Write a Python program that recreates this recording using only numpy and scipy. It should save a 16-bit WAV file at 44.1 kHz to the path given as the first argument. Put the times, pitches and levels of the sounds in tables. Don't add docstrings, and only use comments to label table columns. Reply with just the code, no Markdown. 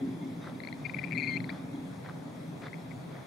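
import sys
import numpy as np
from scipy import signal
from scipy.fft import rfft, irfft
from scipy.io import wavfile
from scipy.ndimage import uniform_filter1d

SR = 44100
rng = np.random.default_rng(int(sys.argv[2]) if len(sys.argv) > 2 else 0)


def unload_audio(sound):
    columns = np.transpose(np.atleast_2d(sound))
    steps = np.round(np.clip(columns, -1, 1) * 32767)
    wavfile.write(sys.argv[1], SR, steps.astype(np.int16))


def how_loud(loudness_db):
    steps = np.asarray(loudness_db, float) / 20
    return 10 ** steps


N = 143766
SPLIT_HZ = 2900


def evened(x):
    return x / np.sqrt(np.mean(x ** 2) + 1e-20)


def read(points, hz):
    f, value = np.transpose(points)
    return np.interp(np.log(hz + 1), np.log(f + 1), value, left=value[0], right=value[-1])


def add(mix, start_s, sound):
    part = mix[round(start_s * SR):][:len(sound)]
    part += sound[:len(part)]


def resonate(x, hz, width_hz):
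    turn = np.exp(2j * np.pi * hz * np.arange(x.shape[-1]) / SR)
    r = np.exp(-np.pi * width_hz / SR)
    return 2 * (turn * signal.lfilter([1 - r], [1, -r], x / turn)).real


def resonate_twice(x, hz, width_hz):
    return resonate(resonate(x, hz, width_hz), hz, width_hz)


def drift(count, smooth_s):
    wide = max(round(smooth_s * SR), 2)
    smooth = uniform_filter1d(uniform_filter1d(rng.standard_normal(count), wide), wide)
    return smooth * np.sqrt(wide * 3 / 2)


# frequency in Hz, correlation.
CHANNEL_LIKENESS = [(25, 0), (60, 0.092), (130, 0.56), (290, 0.09), (600, 0.16), (3100, 0.09), (7000, 0.63),
                    (15000, 0.24)]
# frequency in Hz, difference in dB.
AIR_TILT = [(30, -7), (120, 2), (700, 2), (2400, 3.5), (8000, -1.5)]


def air(colour_db, patchy_db):
    frames, hz = N // 256 + 5, np.fft.rfftfreq(1024, 1 / SR)
    a, b, c, d, patches = rng.standard_normal((frames, 513, 5)).T
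    patches = uniform_filter1d(patches, size=10, axis=0)
    patches = evened(uniform_filter1d(patches, size=12, axis=1))
    same = np.clip(read(CHANNEL_LIKENESS, hz), -1, 1)[:, None]
    left = a + 1j * b
    right = same * left + np.sqrt(1 - same ** 2) * (c + 1j * d)
    side_db = np.outer([.5, -.5], read(AIR_TILT, hz))[..., None]
    z = np.array([left, right]) * how_loud(colour_db(hz)[:, None] + patchy_db * patches + side_db)
    out = signal.istft(z, nperseg=1024, noverlap=768)[1][:, :N]
    return out / np.sqrt(np.mean(out.mean(0) ** 2))


# frequency in Hz, level in dB.
LOW_AIR_COLOUR = [(25, -46), (60, -18), (115, -4.5), (330, -5.5), (700, -6), (1600, -19), (2200, -17),
                  (2900, -28)]
# frequency in Hz, level in dB.
HISS_COLOUR = [(2900, -8), (3350, 4), (4500, -4.5), (6300, -6.5), (7800, -10.5), (9800, -8.5),
               (14800, -18.5), (15800, -18)]


def still_air():
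    low = air(lambda hz: np.where(hz <= SPLIT_HZ, read(LOW_AIR_COLOUR, hz), -100), patchy_db=1.0)
    hiss = air(lambda hz: np.where(hz > SPLIT_HZ, read(HISS_COLOUR, hz), -100), patchy_db=1.5)
    return how_loud(-50.5) * low + how_loud(-63.5) * hiss


# time in seconds, first swell in dB, second swell in dB.
RUMBLE_SWELLS = [(0, -45.5, -36.5), (.25, -46, -42.5), (.45, -46.5, -47.5), (.7, -49.5, -47),
                 (.9, -44, -52.5), (1.15, -44, -43), (1.419, -42, -41.5), (1.6, -44.5, -48.5),
                 (1.8, -48.5, -42.5), (2.0, -44.5, -57.5), (2.3, -50.5, -48.5), (2.5, -48, -49.5),
                 (2.7, -50, -52.5), (2.95, -46.5, -52.5), (3.26, -50, -58)]
# centre in Hz, width in Hz, level in dB, which swell (1 or 2).
HUM_BANDS = [
    (129.4, 60, -2.5, 1),
    (162.9, 48.5, 1.5, 1),
    (263.6, 60.7, 2.5, 2),
    (386, 62, -13.5, 2),
]


def rumble():
    t, swells, out = np.arange(N) / SR, np.transpose(RUMBLE_SWELLS), np.zeros((2, N))
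    for hz, width_hz, db, swell in HUM_BANDS:
        noise = rng.standard_normal(N) + 0.26 * rng.standard_normal((2, N))
        noise = np.array([noise[0], np.roll(noise[1], 6)])
        level = how_loud(np.interp(t, swells[0], swells[round(swell)]) + db)
        out += level * evened(resonate_twice(noise, hz, width_hz))
    return signal.lfilter(*signal.butter(3, 85, "high", fs=SR), out)


# frequency in Hz, level in dB.
SLAP_SPECTRUM = [(450, 7), (800, 1.5), (1400, 2.5), (2100, -0.5), (2900, -19.5), (3600, -11.5), (5500, -21),
                 (9500, -51)]
# middle in seconds, length in seconds, level in dB, spray in dB.
WAVELETS = [
    (0.46, 0.12, -48.5, 2.5),
    (0.994, 0.63, -59.5, 10.5),
    (1.528, 0.16, -52, 6.5),
    (2.059, 0.033, -47.5, 2),
    (2.098, 0.041, -50, 1),
    (2.634, 0.039, -45, 2),
    (2.666, 0.041, -46, 4),
    (3.16, 0.15, -53, -2),
]


def slaps():
    grains_per_s, spread_db, wash = 2600, 3.2, .25
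    hit = rng.random(N) < grains_per_s / SR
    size = how_loud(spread_db * np.minimum(rng.exponential(1, N), 3.2)) * hit
    grains = rng.standard_normal((2, N)) * (wash + size)
    hz, t, out = np.fft.rfftfreq(N, 1 / SR), np.arange(N) / SR, np.zeros((2, N))
    low_cut = np.minimum(hz / SLAP_SPECTRUM[0][0], 1) ** 3
    z = rfft(grains + .5 * grains[::-1]) * how_loud(read(SLAP_SPECTRUM, hz)) * low_cut
    whole, spray = irfft(z, N), irfft(z * (hz > SPLIT_HZ), N)
    for middle_s, length_s, db, spray_db in WAVELETS:
        swell = np.exp(-((t - middle_s) / (.45 * length_s)) ** 2)
        out += how_loud(db) * swell * (whole + (how_loud(spray_db) - 1) * spray)
    return how_loud([[1.5], [-1.5]]) * out / np.std(whole)


GRIT, WOBBLE, GLIDE = .22, .012, .07
FLUTTER, PULSE_OCTAVE_DB = .4, -31


def note(db, hz, hold_s, rise_s, t60_s, octave_db, glide=0, sag_db_per_s=0, flutter=0, wobble=0):
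    t = np.arange(round(hold_s * SR) + 1500) / SR
    pitch = hz * (1 + glide * (np.minimum(t / .006, 1) - .5) + wobble * drift(len(t), .003))
    phase = 2 * np.pi * (np.cumsum(pitch) / SR + rng.random())
    flutter_hz = 200 * (1 + 0.34 * drift(len(t), 0.0024))
    beat = 1 + flutter * np.cos(2 * np.pi * np.cumsum(flutter_hz) / SR)
    rise = np.sin(np.pi / 2 * np.minimum(t / rise_s, 1)) ** 2
    shape = rise * how_loud(db + sag_db_per_s * t - 60 * np.maximum(t - rise_s - hold_s, 0) / t60_s)
    grit = 1 + GRIT * drift(len(t), .001)
    return np.sqrt(2) * shape * beat * grit * (np.sin(phase) + how_loud(octave_db) * np.sin(2 * phase))


# start in seconds, peak in dB, pitch in Hz.
PLIPS = [(0.443, -42, 894), (0.461, -46, 1000), (0.474, -35.5, 1280), (.4965, -48, 3600), (.521, -47, 1150),
         (1.939, -53, 1600), (2.062, -44.5, 1700), (2.0697, -47, 2010), (2.0880, -40.5, 1210),
         (2.0892, -52, 3830), (2.096, -40, 1600), (2.107, -42, 1100), (2.622, -50, 2500),
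         (2.635, -44, 2000), (2.643, -47, 1500), (2.665, -49, 1900)]


def drops():
    out = np.zeros(N)
    for s, db, hz in PLIPS:
        add(out, s, note(db, hz, 0, .0006, .009, PULSE_OCTAVE_DB, GLIDE, wobble=WOBBLE))
    return how_loud([[2.5], [-2.5]]) * out


# start in seconds, peak in dB, pitch in Hz, hold in seconds.
DISTANT_CHIRPS = [
    (0.214, -60, 2124, 0.037),
    (.413, -63, 1800, 0.0071),
    (0.417, -60.5, 3720, 0.022),
    (0.546, -62, 3760, .01),
    (1.75, -62, 3280, 0.0085),
    (1.85, -66, 3800, 0.0068),
    (1.872, -77, 3420, 0.018),
    (1.909, -68, 3300, .005),
    (2.791, -68, 3400, .01),
    (2.81, -69, 4230, .015),
]


def far_chirps():
    out = np.zeros(N)
    for s, db, hz, hold_s in DISTANT_CHIRPS:
        add(out, s, note(db, hz, hold_s, .0013, 0.015, PULSE_OCTAVE_DB, wobble=WOBBLE))
    return out


# start in seconds, peak in dB, pitch in Hz.
CHIP_NOTES = [(.602, -41, 2046), (.635, -40.5, 2120), (.649, -45, 2160), (.6724, -38.5, 2120),
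              (0.726, -37.5, 2074), (.740, -53.5, 2280), (1.4026, -36.5, 2120), (1.4421, -38.5, 2100),
              (1.4908, -42, 1745), (1.4933, -37.5, 2010), (1.4999, -38.5, 2230)]


def chips():
    out = np.zeros(N)
    for s, db, hz in CHIP_NOTES:
        add(out, s, note(db, hz, .0013, .0011, .01, -9.5, GLIDE, wobble=WOBBLE))
    return out + how_loud(3) * resonate(out, hz=2370, width_hz=91)


# start in seconds, peak in dB, pitch in Hz, hold in seconds.
LOWER_PIPS = [(.851, -39.5, 2159, 0.013), (0.894, -40, 2020, 0.0018), (0.942, -38, 2186, 0.003),
              (0.967, -43.5, 2050, 0.0078), (0.991, -43, 2070, 0.0027), (1.013, -45, 2034, 0.01),
              (1.038, -34.5, 2155, 0.0023), (1.065, -55, 2000, .002), (1.071, -46, 1980, 0.0018),
              (2.682, -43.5, 2110, 0.0011), (2.7305, -39.5, 2060, 0.0012), (2.7405, -41.5, 2200, 0.00046),
              (2.828, -57, 2190, 0.001778), (2.909, -46.5, 2140, 0.00086), (2.914, -44.5, 2150, 0.001),
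              (2.918, -47, 2110, 0.00081)]
# time in seconds, pitch in Hz, level in dB.
WHISTLE_BREATHS = [
    [(1.147, 2140, -41), (1.154, 2110, -41), (1.164, 2020, -38), (1.168, 2030, -53), (1.171, 2090, -37),
     (1.175, 2080, -52)],
    [(1.177, 2187, -33), (1.195, 2194, -53), (1.204, 2170, -36), (1.217, 2007, -45), (1.2205, 2060, -37),
     (1.224, 2060, -50)],
    [(1.225, 2146, -35), (1.245, 2165, -38.5), (1.258, 2070, -41.5), (1.269, 2040, -38)],
    [(1.272, 2146, -36), (1.300, 2173, -36), (1.311, 2096, -39), (1.334, 2106, -36.5), (1.362, 2068, -39.5),
     (1.374, 2160, -35)],
]


def whistle(rows):
    s, hz, db = np.transpose(rows)
    t = np.arange(s[0], s[-1], 1 / SR)

    def shimmer(smooth_s):
        return 1 + .4 * drift(len(t), smooth_s)

    pitch = np.interp(t, s, hz) * (1 + 0.0055 * drift(len(t), 0.0018))
    phase = 2 * np.pi * np.cumsum(pitch) / SR
    edge = np.clip(np.minimum(t - s[0], s[-1] - t) / 0.0026, 0, 1)
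    settled = np.clip((t - 1.30) / .01, 0, 1)
    half_line = how_loud(-18.5) * settled * shimmer(.004) * np.sin(3 * phase / 2)
    twelfth = how_loud(-33.5) * (1 + settled) / 2 * shimmer(.003) * np.sin(3 * phase)
    octave = how_loud(-13) * shimmer(0.0013) * np.sin(2 * phase)
    tone = how_loud(np.interp(t, s, db)) * (np.sin(phase) + octave + twelfth + half_line)
    return s[0], np.sqrt(2) * edge * (1 + .15 * drift(len(t), 0.00099)) * tone, phase


def lower_voice():
    out, phase = np.zeros((2, N))
    for s, db, hz, hold_s in LOWER_PIPS:
        add(out, s, note(db, hz, hold_s, .0013, .011, -31, flutter=FLUTTER / 3, wobble=.004))
    for rows in WHISTLE_BREATHS:
        s, tone, turning = whistle(rows)
        add(out, s, tone)
        add(phase, s, turning)
    return out, phase


# peak time in seconds, peak in dB, pitch in Hz.
UPPER_STROKES = [(1.1564, -48, 2400), (1.1636, -48, 2400), (1.1718, -38, 2300), (1.1741, -52, 2350),
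                 (1.1780, -28, 2420), (1.1837, -29.5, 2370), (1.188, -35.5, 2450), (1.1926, -31, 2430),
                 (1.1975, -41, 2380), (1.2002, -29.5, 2390), (1.2040, -36, 2460), (1.2076, -42, 2420),
                 (1.2132, -50, 2340), (1.2212, -37, 2280), (1.2273, -32, 2430), (1.2340, -34, 2350),
                 (1.24, -31.5, 2425), (1.2458, -36, 2370), (1.2519, -46, 2350), (1.2577, -49, 2350),
                 (1.2656, -42, 2270), (1.2724, -32.5, 2400), (1.2764, -32.5, 2440), (1.2800, -41, 2420),
                 (1.2841, -35.5, 2370), (1.2884, -54, 2420), (1.2902, -41, 2400), (1.2956, -36, 2330),
                 (1.3030, -44, 2380), (1.31, -46, 2330), (1.3214, -48, 2320), (1.3395, -46, 2370),
                 (1.3445, -48, 2306), (1.3520, -52, 2330), (1.3577, -47, 2350), (1.3626, -37, 2300),
                 (1.3691, -32, 2360), (1.375, -30.5, 2400), (1.3789, -38, 2620)]
STROKE_GAP_LIMITS_S = (.0035, .0065)


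def strokes(phase):
    gaps_s = np.gradient(np.array(UPPER_STROKES)[:, 0])
    out, widths_s = np.zeros(N), .42 * np.clip(gaps_s, *STROKE_GAP_LIMITS_S)
    for (s, db, hz), width_s in zip(UPPER_STROKES, widths_s):
        t = np.arange(-3 * width_s, 3 * width_s, 1 / SR)
        tone = np.sin(phase[round(s * SR)] + 2 * np.pi * hz * t)
        tone = tone * (1 + GRIT / 2 * drift(len(t), .001))
        add(out, s + t[0], np.sqrt(2) * how_loud(db) * np.exp(-(t / width_s) ** 2) * tone)
    return out


# start in seconds, peak in dB, pitch in Hz, hold in seconds.
TRILL_PULSES = [(0.844, -43, 2420, 0.0029), (0.849, -31.5, 2385, 0.019), (0.895, -31.5, 2350, 0.0014),
                (0.898, -35, 2400, 0.003), (.937, -33, 2260, 0.0005), (0.9423, -31.5, 2350, 0.0048),
                (0.985, -29, 2220, 0.00049), (0.988, -26.5, 2370, 0.007), (1.031, -31.5, 2120, 0.0012),
                (1.0366, -30, 2370, 0.012), (1.061, -43, 2340, 0.0036), (1.072, -36, 2380, 0.0015),
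                (1.082, -35, 2350, 0.0018), (1.104, -42, 2380, 0.0027), (1.11, -33, 2210, 0.0024),
                (1.1195, -27, 2330, .002), (1.1276, -26.5, 2340, 0.0017), (1.1324, -32, 2450, 0.0027),
                (1.1355, -34, 2320, 0.0022), (0.686, -33, 2310, 0.0014), (0.953, -43, 2420, .002),
                (0.9644, -36, 2330, 0.0023), (1.089, -43, 2460, 0.0033)]


def upper_voice(phase):
    out = np.zeros(N)
    for s, db, hz, hold_s in TRILL_PULSES:
        add(out, s, note(db - 5.5, hz, hold_s, .0013, .009, PULSE_OCTAVE_DB, glide=WOBBLE,
                         sag_db_per_s=-150, flutter=FLUTTER, wobble=WOBBLE))
    return out + strokes(phase)


def bank_scatter(dry):
    t = np.arange(SR // 3) / SR
    sparse = rng.random((2, len(t))) < .05
    tail = rng.standard_normal((2, len(t))) * sparse * how_loud(-60 * t / .3) * (t > .003)
    return signal.fftconvolve(dry[None], tail / np.linalg.norm(tail[0]), axes=1)[:, :N]


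BIRD_LEFT_RIGHT_DB = (5, -11)


def birds():
    sum_hz, cubic_hz, dip_width_hz = 4340, 6700, 500
    lower, phase = lower_voice()
    upper = upper_voice(phase)
    sum_tone = resonate_twice(upper * lower, sum_hz, 900)
    cubic = resonate_twice(upper * upper * (upper + lower), cubic_hz, 1000)
    dry = chips() + upper + lower + how_loud(17.5) * sum_tone + how_loud(34.5) * cubic
    dry = dry - resonate(dry, 3000, dip_width_hz)
    treble = resonate_twice(dry, sum_hz, 3 * dip_width_hz)
    scatter = bank_scatter(dry)
    direct = how_loud(np.array(BIRD_LEFT_RIGHT_DB))[:, None] * dry
    near_bank = how_loud(-18.5 + np.array([[3.], [-4.]])) * scatter
    far_bank = how_loud(-31) * np.roll(scatter, round(.4 * SR), axis=1)
    right_treble = how_loud(-7.5) * np.array([[0], [1]]) * treble
    return direct + near_bank + far_bank + far_chirps() + right_treble


def scene():
    return still_air() + rumble() + slaps() + drops() + birds()


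def top_cut(x):
    return signal.sosfilt(signal.butter(12, 15990, fs=SR, output="sos"), x)


def record(dry):
    edge_hz = 15720
    limited = irfft(rfft(dry) * (np.fft.rfftfreq(N, 1 / SR) < edge_hz), N)
    return top_cut(limited)


dry = scene()
out = record(dry)
unload_audio(out)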